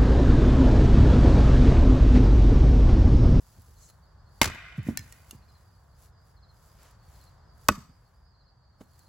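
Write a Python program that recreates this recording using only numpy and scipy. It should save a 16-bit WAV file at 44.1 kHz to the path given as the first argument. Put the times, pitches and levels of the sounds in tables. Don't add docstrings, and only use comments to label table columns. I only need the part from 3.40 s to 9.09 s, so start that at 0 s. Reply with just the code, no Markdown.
import sys
import numpy as np
from scipy import signal
from scipy.fft import rfft, irfft
from scipy.io import wavfile

SR = 44100
rng = np.random.default_rng(int(sys.argv[2]) if len(sys.argv) > 2 else 0)


def master_out(mix):
    frames = np.transpose(np.atleast_2d(mix))
    ceiling = np.clip(frames, -1, 1)
    pcm = np.round(ceiling * 32767).astype(np.int16)
    wavfile.write(sys.argv[1], SR, pcm)


N = 250784
T = np.arange(N) / SR
HIT_T = T[:SR // 2]
SECOND_SWING_S = 3


def undb(db):
    return 10 ** (np.asarray(db) / 20)


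def along(points, hz):
    table_hz, db = np.transpose(points)
    return undb(np.interp(np.log(hz), np.log(table_hz), db))


def fade(t, t60):
    return np.exp(-np.log(1000) * t / t60)


def swell(middle_s, half_s):
    return np.exp(-((T - middle_s) / half_s) ** 2)


def wander(t, step):
    knots = t[::step]
    return np.interp(t, knots, rng.standard_normal(len(knots)))


def add(out, start_s, x):
    i = max(int(start_s * SR), 0)
    out[:, i:i + x.shape[-1]] += x[..., :max(N - i, 0)]


def noise(colour, side, size, tilt_db=0):
    hz = np.maximum(np.fft.rfftfreq(size, 1 / SR), 1)
    mid, other = rfft(rng.standard_normal((2, size)))
    width = along(side, hz)
    gain = along(colour, hz) * undb(tilt_db * np.log2(hz)) / np.sqrt(1 + width ** 2)
    x = irfft(gain * np.array([mid + width * other, mid - width * other]), size)
    return x / x.std()


# frequency in Hz, side against mid in dB.
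NEAR_SIDE = [(100, -14), (1000, -16), (2400, -9), (4400, -8), (8000, -1), (15000, -0.5)]


def burst(colour, t60, tilt_db=0, grain_db=3, rise_s=0.00008):
    size = len(HIT_T)
    grain = undb(grain_db * wander(HIT_T, 16))
    grain = grain / np.sqrt(np.mean(grain ** 2))
    envelope = fade(HIT_T, t60) * (1 - np.exp(-HIT_T / rise_s))
    return noise(colour, NEAR_SIDE, size, tilt_db) * grain * envelope


def ring(modes, push_s, ratio=1, spread_hz=1300):
    t = HIT_T * ratio
    x = 0
    for k, (hz, db, t60) in enumerate(modes):
        skew = .2 * min(hz / spread_hz, 2) * rng.choice([-1, 1]) * np.array([[1], [-1]])
        x = x + (-1) ** k * undb(db) * fade(t, t60) * np.sin(2 * np.pi * hz * t + skew)
    return x * (1 - np.exp(-HIT_T / push_s))


# frequency in Hz, side against mid in dB.
FAR_SIDE = [(30, -12.5), (100, -19.5), (400, -1.5), (1200, -9), (3000, -3.5), (6000, -0.5)]


def echo(x, colour, t60, build_s, patchy_db=2.5):
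    t = T[:int(1.5 * SR)]
    clumps = wander(t, 220)
    shape = fade(t, t60) * (1 - np.exp(-t / build_s)) * undb(patchy_db * clumps)
    response = noise(colour, FAR_SIDE, len(t)) * shape / np.linalg.norm(shape)
    mono = x.mean(axis=0)[None]
    return signal.fftconvolve(mono, response, axes=1)[:, :N]


# frequency in Hz, relative density in dB.
AIR_COLOUR = [(15, -49.5), (25, -18.5), (38, -3), (59, 2.5), (145, -6.5), (249, -24.5), (1020, -20),
              (1740, -27), (2480, -44.5), (3520, -40), (4250, -39.5), (8140, -44), (9070, -56),
              (10400, -48), (16000, -51.5)]
# time in seconds, level in dB.
TRAFFIC_LEVEL = [
    [(0.0, -70), (0.444, -68), (0.95, -66)],
    [(2.1, -66.5), (2.37, -69), (4.2, -65)],
    [(4.6, -71), (5.216, -73.5), (5.687, -68)],
]


def air(air_db=-58, follow=0.8):
    s, db = np.concatenate(TRAFFIC_LEVEL).T
    drift_db = follow * (np.interp(T, s, db) - np.median(db))
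    return noise(AIR_COLOUR, FAR_SIDE, N) * undb(air_db + drift_db)


def whistle(hz, fall=.12, waver=.014):
    u = np.linspace(0, 1, int(.042 * SR))
    shake = np.interp(u, np.linspace(0, 1, 16), rng.standard_normal(16))
    pitch = hz * (1 - fall * rng.uniform(.7, 1.3) * u ** 2 + waver * shake)
    return np.sin(np.pi * u) * (1 - u) * np.sin(2 * np.pi * np.cumsum(pitch) / SR)


# frequency in Hz, relative density in dB.
YARD_COLOUR = [(60, 2.5), (200, 1), (450, -7.5), (800, -2.5), (1200, 6), (2000, 1), (2800, -3.5),
               (5000, -2.5), (8000, -5), (16000, -6)]
# start in seconds, level in dB.
PHRASES = [(.357, -59.5), (2.018, -61), (2.96, -58.5), (3.737, -60), (4.935, -64), (5.53, -64.5)]


def birds(count=190, scatter_db=2):
    near, far = np.zeros((2, 2, N))
    note_step_s = .062
    for s, db in PHRASES:
        for k, accent_db in enumerate([-4.5, 0, 0]):
            add(near, s + k * note_step_s, undb(db + accent_db) * whistle(4300))
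    for k, (late, sharp, loud) in enumerate(rng.standard_normal((count, 3))):
        hz = 4920 * (1 + .07 * np.tanh(sharp))
        add(near, (k + late / 4) * note_step_s, undb(-73 + scatter_db * loud) * whistle(hz))
    for s, sharp in rng.uniform([0, -.07], [N / SR, .07], (count, 2)):
        add(far, s, undb(-69) * whistle(4750 * (1 + sharp)))
    return near + echo(undb(-9) * near + far, YARD_COLOUR, t60=0.3, build_s=0.0045)


# frequency in Hz, relative density in dB.
RUSTLE_COLOUR = [(200, 1), (1000, -2), (2500, -7.5), (4500, -4.5), (7000, -0.5), (11000, 1), (16000, -3)]
# middle in seconds, half length in seconds, level in dB.
MOVES = [(0.137, 0.38, -65), (0.423, 0.11, -67.5), (0.498, 0.011, -58.5), (.6, 0.09, -85),
         (0.977, 0.074, -69), (1.38, 0.015, -63), (1.487, 0.04, -54), (1.705, 0.18, -62),
         (1.919, 0.052, -61.5), (2.181, 0.21, -72), (2.47, 0.17, -77.5), (2.63, 0.054, -62.5),
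         (2.89, .08, -73), (3.271, 0.13, -66.5), (3.44, .07, -66.5), (3.768, 0.13, -65),
         (4.251, 0.091, -65.5), (4.663, .18, -78), (5.424, .025, -67), (5.597, 0.15, -69.5)]


def rustle(grain_db=3):
    motion = np.sqrt(sum((undb(db) * swell(s, half_s)) ** 2 for s, half_s, db in MOVES))
    return noise(RUSTLE_COLOUR, NEAR_SIDE, N) * motion * undb(grain_db * wander(T, 60))


# frequency in Hz, relative density in dB.
CLACK_COLOUR = [(200, 0.5), (700, 3.5), (1500, 6), (3000, -2), (5500, 4.5), (8000, 13.5), (11000, 11.5),
                (16000, 8.5)]
# start in seconds, level in dB.
SNAPS = [(0.066, -60), (.2187, -54), (1.4303, -54), (3.4303, -50.5), (3.51, -52.5), (3.8396, -53.5),
         (5.5923, -52)]


def twigs():
    out = np.zeros((2, N))
    for s, db in SNAPS:
        add(out, s, undb(db) * burst(CLACK_COLOUR, t60=0.018))
    return out


# frequency in Hz, relative density in dB.
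SCUFF_COLOUR = [(30, -19), (70, 1.5), (250, 0), (450, -13), (800, -27), (2000, -32.5), (8000, -56)]
# start in seconds, level in dB,
# middle pitch in Hz, swell time in seconds, scuff against the swing in dB.
THUDS = [(0.171, -49.5, 79.2, 0.02, 2.5), (.2750, -50, 58, 0.037, 0), (1.0182, -12.5, 205, 0.00098, -17),
         (1.06, -30, 88, 0.009, 0), (1.38, -25.5, 137, 0.009, -10), (1.466, -38, 201.2, 0.0037, -0.5),
         (1.4865, -18.5, 193, 0.002, -8.5), (1.5030, -41, 239, 0.0078, -2),
         (1.588, -39.5, 103.6, 0.012, -8), (1.9310, -44, 229, 0.0018, -6.5),
         (1.948, -40.5, 114, 0.0055, -16), (4.3071, -28, 274.4, 0.0036, -4.5),
         (4.3760, -39.5, 168, 0.0063, -4.5), (4.493, -49.5, 129.2, 0.0065, -5),
         (5.4080, -44.5, 129.5, 0.0021, -1)]


def thuds(sag=0.5, scuff_t60=0.093):
    out = np.zeros((2, N))
    for s, db, hz, swell_s, scuff_db in THUDS:
        age = HIT_T / swell_s
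        pitch = hz * (1 + sag * (2 * np.exp(-age / 2) - 1))
        swing = age * np.exp(1 - age) * np.sin(2 * np.pi * np.cumsum(pitch) / SR)
        settle = fade(HIT_T, scuff_t60) * (1 - np.exp(-2 * age))
        scuff = noise(SCUFF_COLOUR, NEAR_SIDE, len(HIT_T)) * settle
        add(out, s, undb(db) * (swing + undb(scuff_db) * scuff))
    return out


# middle in seconds,
# half length in seconds, centre in Hz, width in Hz, level in dB.
SLIDES = [(0.444, 0.052, 6700, 1800, -59.5), (3.458, 0.093, 1170, 2280, -63.5),
          (3.79, 0.17, 1027, 2028, -69.5), (5.414, 0.006, 580, 597, -52.5)]


def slides():
    out = np.zeros((2, N))
    for s, half_s, hz, width_hz, db in SLIDES:
        b, a = signal.iirpeak(hz, hz / width_hz, SR)
        hiss = signal.lfilter(b, a, noise(RUSTLE_COLOUR, NEAR_SIDE, N))
        out += undb(db) * hiss / hiss.std() * swell(s, half_s)
    return out


# frequency in Hz, relative density in dB.
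CRACK_COLOUR = [(150, -8.5), (700, -1), (2000, 2), (3200, -1), (5000, -1), (7000, 0), (11000, -4),
                (16000, -8)]
# start in seconds, crack level in dB, crack t60 in seconds,
# tilt in dB per octave, ring level in dB.
CRACKS = [(1.0150, -9, 0.026, -1, -2), (1.0202, -16.5, 0.018, -.3, -38), (4.2856, -8, 0.014, 2, -27),
          (4.2871, -15, 0.012, -0.5, -2.5), (4.2899, -26, 0.046, -3.5, -22)]
# start in seconds, level in dB.
TEARS = [(1.0300, -20.5), (1.0426, -21.5), (1.056, -23.5), (1.0750, -30), (1.1, -39), (1.148, -45)]
# frequency in Hz, level in dB, t60 in seconds.
LOG = [(560, -19, 0.016), (648, -14.5, 0.018), (906, -12.5, 0.035), (1113, -9.5, 0.018), (1510, -9.5, 0.02),
       (2110, -9.5, 0.042), (2233, -18.5, 0.045), (4630, -22, 0.069)]
# frequency in Hz, level in dB, t60 in seconds.
BLOCK = [(89, -21.5, 0.1), (202, -23, 0.15), (282, -18.5, 0.059), (485, -17, 0.046), (594, -13.5, 0.035),
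         (890, -10.5, 0.023), (1127, -2.5, .02), (1273, -12, 0.045), (1484, -11, 0.037), (1920, -13, 0.023),
         (2560, -15, 0.034), (3394, -16.5, 0.015)]


def axe():
    cracks, body = np.zeros((2, 2, N))
    blows = list(CRACKS)
    for s, db in TEARS:
        tilt_db = max(-54.5 * (s - TEARS[0][0]), -3.5)
        blows.append((s, db, .034, tilt_db, db - 0.5))
    for s, db, t60, tilt_db, ring_db in blows:
        add(cracks, s, undb(db) * burst(CRACK_COLOUR, t60, tilt_db, grain_db=1.5))
        if s < SECOND_SWING_S:
            wood = ring(LOG, push_s=.0008)
        else:
            wood = ring(BLOCK, push_s=0.0005)
        add(body, s, undb(ring_db) * wood)
    return cracks, body


# frequency in Hz, level in dB, t60 in seconds.
BILLET = [(1795, -6, 0.055), (2270, -16, .06), (2700, -6, 0.02), (3340, -18, 0.05), (4140, -10.5, 0.066),
          (4409, -16, .04), (5000, -5, 0.031), (5367, -13, 0.063), (6072, -9, .04), (7160, -14.5, 0.045)]
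# start in seconds, click level in dB, ring level in dB, pitch ratio.
CLACKS = [(1.573, -17, -28.5, 1), (1.592, -35, -40, 1.22), (1.724, -38, -48, 1.05),
          (1.9096, -33, -37.5, 1.565)]


def clacks():
    out = np.zeros((2, N))
    for s, click_db, ring_db, ratio in CLACKS:
        click = undb(click_db) * burst(CLACK_COLOUR, t60=0.0099)
        add(out, s, click + undb(ring_db) * ring(BILLET, 0.00049, ratio))
    return out


# frequency in Hz, relative density in dB.
TREES_COLOUR = [(60, -15.5), (400, -14), (1000, -5.5), (1500, -1), (2100, 4), (2800, -3.5), (4500, -13),
                (9000, -20), (16000, -23)]


def scene():
    background = air() + birds() + rustle() + slides()
    knocks = twigs() + thuds() + clacks()
    cracks, body = axe()
    blows = cracks + undb(-15) * body + undb(1.0) * knocks
    yard = undb(-18.0) * echo(blows, YARD_COLOUR, t60=.42, build_s=0.01)
    carry = np.where(T < SECOND_SWING_S, undb(-21.0), undb(-42.5))
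    trees = echo(cracks * carry, TREES_COLOUR, t60=1.7, build_s=0.019)
    direct = cracks + (body + knocks) * undb(np.array([[-.6], [.6]]))
    return direct + yard + trees + background


# centre in Hz, width in Hz, depth in dB.
PORT_DIPS = [(9030, 540, -22.5), (13370, 750, -14)]


def record(dry):
    rounded = 1.478 * np.tanh(dry / 1.192)
    hz = np.fft.rfftfreq(N, 1 / SR)
    dips_db = sum(db * np.exp(-((hz - centre) / width) ** 2) for centre, width, db in PORT_DIPS)
    x = irfft(rfft(rounded) * undb(dips_db), N)
    x = signal.sosfilt(signal.butter(2, 30, "high", fs=SR, output="sos"), x)
    return signal.sosfilt(signal.ellip(8, .2, 70, 15950, fs=SR, output="sos"), x)


dry = scene()
out = record(dry)
master_out(out)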